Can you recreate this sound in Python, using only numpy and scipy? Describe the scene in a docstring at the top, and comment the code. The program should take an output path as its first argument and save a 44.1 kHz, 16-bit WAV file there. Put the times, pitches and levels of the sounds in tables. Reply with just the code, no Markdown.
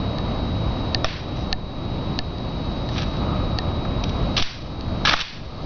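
"""A stone plaza: a rifle is slapped, turned and its bolt worked at a distance, and walls send back a short wash.
Blows are sprays of tiny impacts through wood and steel resonances; the slap and the dry close ticks are dying sines.
Cloth and sling rustle as uneven grains. Behind lie shaped noise for distant traffic, leaves and a breathy drone,
a chirping cricket and the recorder's thin whine.
At set times, most of them close to hits, this background sinks with a soft thump and climbs back."""
import sys
import numpy as np
from scipy import signal
from scipy.fft import rfft, irfft
from scipy.io import wavfile

SR = 44100
rng = np.random.default_rng(int(sys.argv[2]) if len(sys.argv) > 2 else 0)


def persist_wave(psi):
    """Save psi, clipped to +-1, as 16-bit WAV."""
    counts = np.round(np.clip(psi, -1, 1) * 32767).astype(np.int16)
    wavfile.write(sys.argv[1], SR, np.atleast_2d(counts).T)


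def gain_from_db(level_db):
    """Convert decibel levels to linear amplitude factors (20 dB per decade)."""
    decades = np.asarray(level_db, float) / 20
    return 10 ** decades


N = 249165
TIME = np.arange(N) / SR


def rms_one(x):
    """Scale to rms 1."""
    return x / np.sqrt(np.mean(x ** 2) + 1e-20)


def coloured(x, points):
    """Shape a sound by (f/Hz, level/dB) points joined on a log frequency axis."""
    hz, level_db = np.transpose(points)
    bins = np.maximum(np.arange(len(x) // 2 + 1) * SR / len(x), 1)
    gain = gain_from_db(np.interp(np.log(bins), np.log(hz), level_db))
    return irfft(rfft(x) * gain, len(x))


def drift(rate):
    """Slow random wander: normal steps of spread 1, rate per second, joined by straight lines."""
    steps = rng.standard_normal(400)
    return np.interp(TIME * rate, np.arange(len(steps)), steps)


def resonance(x, hz, width_hz):
    """Two-pole band-pass with a gain of about 1 at its peak."""
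    r = np.exp(-np.pi * width_hz / SR)
    poles = [1, -2 * r * np.cos(2 * np.pi * hz / SR), r * r]
    return signal.lfilter([(1 - r * r) / 2, 0, (r * r - 1) / 2], poles, x)


def add(out, sound, s, peak_db):
    """Place a short sound at a time with a given peak."""
    at = round(s * SR)
    scaled = gain_from_db(peak_db) * sound / np.abs(sound).max()
    out[at:at + len(sound)] += scaled[:N - at]


def rush():
    """Distant traffic and leaves as shaped noise below, a smooth hiss above, both wavering a little."""
    # rumble and rustle spectrum: (f/Hz, relative level/dB)
    rush_colour = [(12, -41), (20, -2.5), (54, -0.5), (113, -1), (332, -10.5), (412, -16), (608, -14),
                   (841, -18.5), (1240, -21.5), (1440, -29.5), (1750, -33.5), (2480, -33.5), (3500, -37.5),
                   (4550, -61), (7700, -120)]
    # hiss spectrum: (f/Hz, relative level/dB)
    hiss_colour = [(1500, -9.5), (2500, -6.5), (3600, -4), (4300, 3.5), (5150, -4.5), (5700, -15),
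                   (6400, -5), (9000, -6.5)]
    # slow swell of both layers: (t/s, rush rms level/dB, hiss rms level/dB)
    swell = [(0, -24, -42.5), (1.2, -23.5, -42), (2.499, -23, -41), (3.998, -23.5, -43),
             (4.702, -22, -39.5), (5.65, -20.5, -35.5)]
    s, rush_db, hiss_db = np.transpose(swell)
    low = rms_one(coloured(rng.standard_normal(N), rush_colour))
    low = low * gain_from_db(np.interp(TIME, s, rush_db) + 0.76 * drift(9.0))
    high = rms_one(coloured(rng.standard_normal(N), [(700, -40)] + hiss_colour))   # little hiss below 700 Hz
    high = high * gain_from_db(np.interp(TIME, s, hiss_db) + 0.2 * drift(19.0))
    return low + high


def drone():
    """A breathy drone that comes and goes in the distance: noise twice through one narrow resonance."""
    # loudness over time: (t/s, level/dB)
    drone_level = [(0, -59.5), (2.9, -58.5), (3.3, -37.5), (3.65, -45.5), (4.3, -51), (5.65, -42.5)]
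    drone_hz, pass_width_hz = 1246, 160
    once = resonance(rng.standard_normal(N), drone_hz, pass_width_hz)
    twice = resonance(once, drone_hz, pass_width_hz)
    return rms_one(twice) * gain_from_db(np.interp(TIME, *np.transpose(drone_level)))


def cricket():
    """Soft bell-shaped chirps of one tone at a steady pace, each with its own strength."""
    tone_hz, typical_peak_db = 4025, -44
    first_chirp_s, chirp_gap_s, chirp_s = .004, .08, .022   # chirp length between its 1/e points
    count = np.floor((TIME - first_chirp_s) / chirp_gap_s + .5)
    offset = TIME - first_chirp_s - count * chirp_gap_s
    strength = gain_from_db(typical_peak_db + 1.5 * rng.standard_normal(100)[count.astype(int)])
    bell = np.exp(-(2 * offset / chirp_s) ** 2)
    return strength * bell * np.sin(2 * np.pi * tone_hz * TIME)


def whine():
    """Electrical sine of the recorder whose phase jumps at regular intervals by a wandering amount."""
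    whine_hz, rms_db = 3836, -42
    first_slip_s, slip_gap_s = .0532, .06658
    mean_turns, wander_turns, scatter_turns = -.15, .35, .1
    slip_s = np.arange(first_slip_s, TIME[-1], slip_gap_s)
    wander = wander_turns * drift(0.65)[(slip_s * SR).astype(int)]
    scatter = scatter_turns * rng.standard_normal(len(slip_s))
    slipped = np.cumsum(mean_turns + wander + scatter)
    turns = whine_hz * TIME + np.append(0, slipped)[np.searchsorted(slip_s, TIME)]
    return gain_from_db(rms_db) * np.sqrt(2) * np.sin(2 * np.pi * turns)


def dips():
    """Background level in dB, and thumps: offsets in proportion to how far the level falls at each drop."""
    # drops of the background: (t/s, depth/dB)
    drops = [(0.953, 1.5), (1.0455, 7), (1.5282, 7), (2.194, 4.5), (3.589, 0.5), (4.405, 4), (4.424, 16),
             (5.055, 3), (5.14, 12), (5.224, 13)]
    sink_s, recovery_s = .0014, 0.35   # time constants
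    thump_s, settle_s = 0.032, 0.61   # time constants
    thump_height = .31   # scale for a drop from full level to silence
    sunk_db, thumps = np.zeros(N), np.zeros(N)
    for s, depth_db in drops:
        after = np.maximum(TIME - s, 0)
        rise = 1 - np.exp(-after / sink_s)
        height = thump_height * gain_from_db(sunk_db[int(s * SR)]) * (1 - gain_from_db(-depth_db))
        sunk_db -= depth_db * rise * np.exp(-after / recovery_s)
        # the offset dies away and swings slowly back past zero
        swing = np.exp(-after / thump_s) - thump_s / settle_s * np.exp(-after / settle_s)
        thumps += height * rise * swing
    return sunk_db, thumps


def rustle():
    """Cloth, sling and sliding parts: dense uneven grains; each movement fades in, holds and fades out."""
    # movements: (start t/s, length/s, level/dB)
    movements = [(1.356, .07, -46.5), (2.896, .12, -41.5), (5.071, 0.067, -37), (5.15, 0.042, -46.5)]
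    rise_db_per_s, fall_db_per_s = 1498.5, 255.5
    grains = rng.standard_normal(N) * gain_from_db(1.7 * rng.exponential(1, N))
    grains = grains * (rng.random(N) < 1500 / SR)   # about 1500 grains per second
    level = np.zeros(N)
    for s, length, db in movements:
        fade_in_db = rise_db_per_s * np.maximum(s - TIME, 0)
        fade_out_db = fall_db_per_s * np.maximum(TIME - s - length, 0)
        level += gain_from_db(db - fade_in_db - fade_out_db)
    return rms_one(resonance(grains, 2800, 3500)) * level


def ticks():
    """One small hard object: a click sets its modes ringing; too near to carry echoes."""
    # close ticks: (t/s, peak level/dB, extra ring of the hollow body/dB)
    clicks = [(0.1842, -19, 8.5), (0.9464, -0.5, 2), (1.5277, -4.5, 2), (2.189, -6, 3.5), (2.383, -29, -1),
              (2.889, -21, 8), (3.5865, -8, 4), (4.809, -22.5, -6)]
    # modes of the object: (f/Hz, relative level/dB, t60/s)
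    tick_modes = [(739, -22, 0.066), (1802, -17.5, 0.038), (2090, -27.5, 0.026), (2750, -5.5, 0.0072),
                  (4080, -9, 0.0092), (4320, -0.5, 0.0072), (4500, -4.5, 0.0042), (6760, -4, 0.0065)]
    out, t = np.zeros(N), TIME[:4096]
    chance = rng.standard_normal((len(clicks), len(tick_modes)))
    for row, (s, peak_db, body_db) in zip(chance, clicks):
        sound = np.zeros(len(t))
        for c, (hz, level_db, t60) in zip(row, tick_modes):
            mode_db = level_db + body_db * (hz < 2400) + 1.0 * c   # the body rings in the low modes
            sound += gain_from_db(mode_db - 60 * t / t60) * np.sin(2 * np.pi * hz * (1 + 0.013 * c) * t)
        onset = (1 - np.exp(-t / 0.00024)) ** 2   # the contact builds up in under a millisecond
        add(out, -sound * onset, s, peak_db)
    return out


def walls(x):
    """Scattered, grainy echoes that swell as far walls answer, hold, then die."""
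    # colour of the wash: (f/Hz, relative level/dB)
    wash_colour = [(400, -5), (1000, 1.5), (2500, -3), (4300, -4.5), (5000, -9), (6500, -17)]
    wash_db, fall_db_per_s = -31.5, 74.5
    rise_s, hold_s = 0.0049, 0.057   # rise time constant; decay starts after the hold
    t = TIME[:SR // 2]
    scatter = rng.standard_normal(len(t)) * gain_from_db(2.7 * drift(120.0)[:len(t)])
    decay = gain_from_db(wash_db - fall_db_per_s * np.maximum(t - hold_s, 0))
    shape = (1 - np.exp(-t / rise_s)) * decay
    return signal.fftconvolve(x, coloured(scatter, wash_colour) * shape)[:N]


def slap():
    """One clean slap sets the modes of the wooden stock ringing; the walls hear one broad knock."""
    # modes of the stock: (f/Hz, relative level/dB, t60/s)
    stock_modes = [(655, -10, 0.066), (748, -11, 0.049), (1190, -5, 0.021), (1343, -7.5, 0.021),
                   (1790, -8, .018), (2500, -7.5, .014), (3640, 0.5, 0.0086), (4350, -9, .006),
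                   (5340, 0, 0.006)]
    slap_s, slap_db, echo_db = 1.0443, -4, 0
    out, knock, t = np.zeros(N), np.zeros(N), TIME[:4096]
    sound = np.zeros(len(t))
    for hz, level_db, t60 in stock_modes:
        sound += gain_from_db(level_db - 60 * t / t60) * np.sin(2 * np.pi * hz * t)
    add(out, sound * (1 - np.exp(-t / .0002)), slap_s, slap_db)
    add(knock, resonance(1. * (t == 0), 2100, 6000), slap_s, echo_db)
    return out, knock


def blows():
    """The clear blows, then the chance contacts of loose parts rattling in between."""
    # clear blows on the rifle: (t/s, peak level/dB, centre of colour f/Hz, t60/s)
    contacts = [(2.9786, -15.5, 3000, 0.046), (3.0205, -23, 3550, 0.02), (3.167, -29, 4600, .025),
                (3.8494, -20, 1260, 0.023), (4.0372, -17, 4700, 0.015), (4.0926, -23.5, 4280, .024),
                (4.3653, -8, 3960, 0.044), (4.3765, -5.5, 3500, 0.054), (4.3954, -12, 3500, 0.067),
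                (4.4238, -7.5, 3970, 0.03), (5.050, -3, 2600, 0.019), (5.0554, -4, 2600, .05),
                (5.0694, -4.5, 2400, 0.22), (5.0898, -7.5, 3130, 0.027), (5.0934, -5, 2200, .02),
                (5.1103, -7, 2400, 0.014), (5.1214, -8.5, 1670, 0.046), (5.1304, -10.5, 3570, 0.036),
                (5.137, -5.5, 1300, 0.017), (5.2026, -15, 3840, 0.031), (5.2104, -10, 4100, 0.028),
                (5.2164, -16, 3850, 0.026), (5.2814, -26, 3830, .02)]
    # rattles: (start t/s, length/s, typical peak level/dB, centre of colour f/Hz)
    rattles = [(2.96, .07, -23, 3070), (4.381, .045, -20.5, 3500), (5.057, .075, -16.5, 2560),
               (5.15, .05, -21, 2860)]
    contacts_per_s, rattle_t60_s = 130, 0.039
    spread_db, spread_octaves = 3, 0.43
    rows = list(contacts)
    for start, length, peak_db, hz in rattles:
        place, strength, colour = rng.random(24), rng.standard_normal(24), rng.standard_normal(24)
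        s = start + (np.arange(len(place)) + place) / contacts_per_s
        for at, a, c in zip(s, strength, np.clip(colour, -2, 2)):
            if at < start + length:
                rows.append((at, peak_db + spread_db * a, hz * 2 ** (spread_octaves * c), rattle_t60_s))
    return rows


def rifle():
    """Each contact is a dying spray of tiny impacts: a broad crack, and a ring in modes nearest its colour."""
    # wood and steel resonances: (f/Hz, width/Hz, relative level/dB)
    rifle_modes = [(836, 150, 3), (1285, 180, 8.5), (1668, 130, 2.5), (2400, 280, -7.5), (2840, 1000, 5),
                   (3500, 590, 7.5), (3865, 110, -4), (4350, 980, -2.5), (5460, 560, -6.5)]
    colour_octaves, crack_db, contact_rise_s = 1.31, -9, 0.00053
    echo_gain_db, echo_db_per_octave, echo_reference_hz = 1.5, 7, 3000   # bright blows echo more strongly
    blow_cut_hz = 450   # little of the rifle radiates below this
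    out, knocks, t = np.zeros(N), np.zeros(N), TIME[:4096]
    sprays = rng.standard_normal((120, 4096)) * rng.random((120, 4096)) ** 4
    for spray, (s, peak_db, hz, t60) in zip(sprays, blows()):
        spray = spray * gain_from_db(-60 * t / t60) * (1 - np.exp(-t / contact_rise_s))
        # a dull blow is a soft one
        spray = signal.lfilter(*signal.butter(1, min(0.99 * hz, 9000), fs=SR), spray)
        sound = gain_from_db(crack_db) * resonance(spray, hz, 0.4 * hz) * np.sqrt(SR / hz)
        for mode_hz, width_hz, level_db in rifle_modes:
            away = np.log2(mode_hz / hz) / colour_octaves
            gain = gain_from_db(level_db - 10 * away ** 2) * np.sqrt(SR / width_hz / 10)
            sound += gain * resonance(spray, mode_hz, width_hz)
        add(out, sound, s, peak_db)
        echo_db = peak_db + echo_gain_db + echo_db_per_octave * np.log2(hz / echo_reference_hz)
        add(knocks, resonance(1. 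* (t == 0), hz, 2 * hz), s, echo_db)   # what the walls hear: one broad knock
    low_cut = signal.butter(2, blow_cut_hz, "high", fs=SR, output="sos")
    return signal.sosfilt(low_cut, out), knocks


def scene():
    """Hits and their echoes, ticks and rustles over the sinking background."""
    sunk_db, thumps = dips()
    hits, knocks = np.add(rifle(), slap())
    background = gain_from_db(sunk_db) * (rush() + drone() + cricket() + whine())
    return (hits + walls(knocks) + ticks() + rustle() + background + thumps)[None]


def band_limit(x):
    """A steep low-pass at the top of the band."""
    return signal.sosfilt(signal.butter(12, 7340, fs=SR, output="sos"), x)


def record(dry):
    """A narrow-band recorder: a ringing microphone port, rounded peaks and a steep treble roll-off."""
    port_hz, port_width_hz, port_gain = 5600, 390, 0.2
    ceiling = 1.4   # the rounded peaks stay below this
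    ported = dry + port_gain * resonance(dry, port_hz, port_width_hz)
    rounded = ceiling * np.tanh(ported / ceiling)
    soft = signal.sosfilt(signal.butter(8, 6680, fs=SR, output="sos"), rounded)
    steep = signal.sosfilt(signal.cheby2(10, 60, 7500, fs=SR, output="sos"), soft)
    return band_limit(steep)


dry = scene()
out = record(dry)
persist_wave(out)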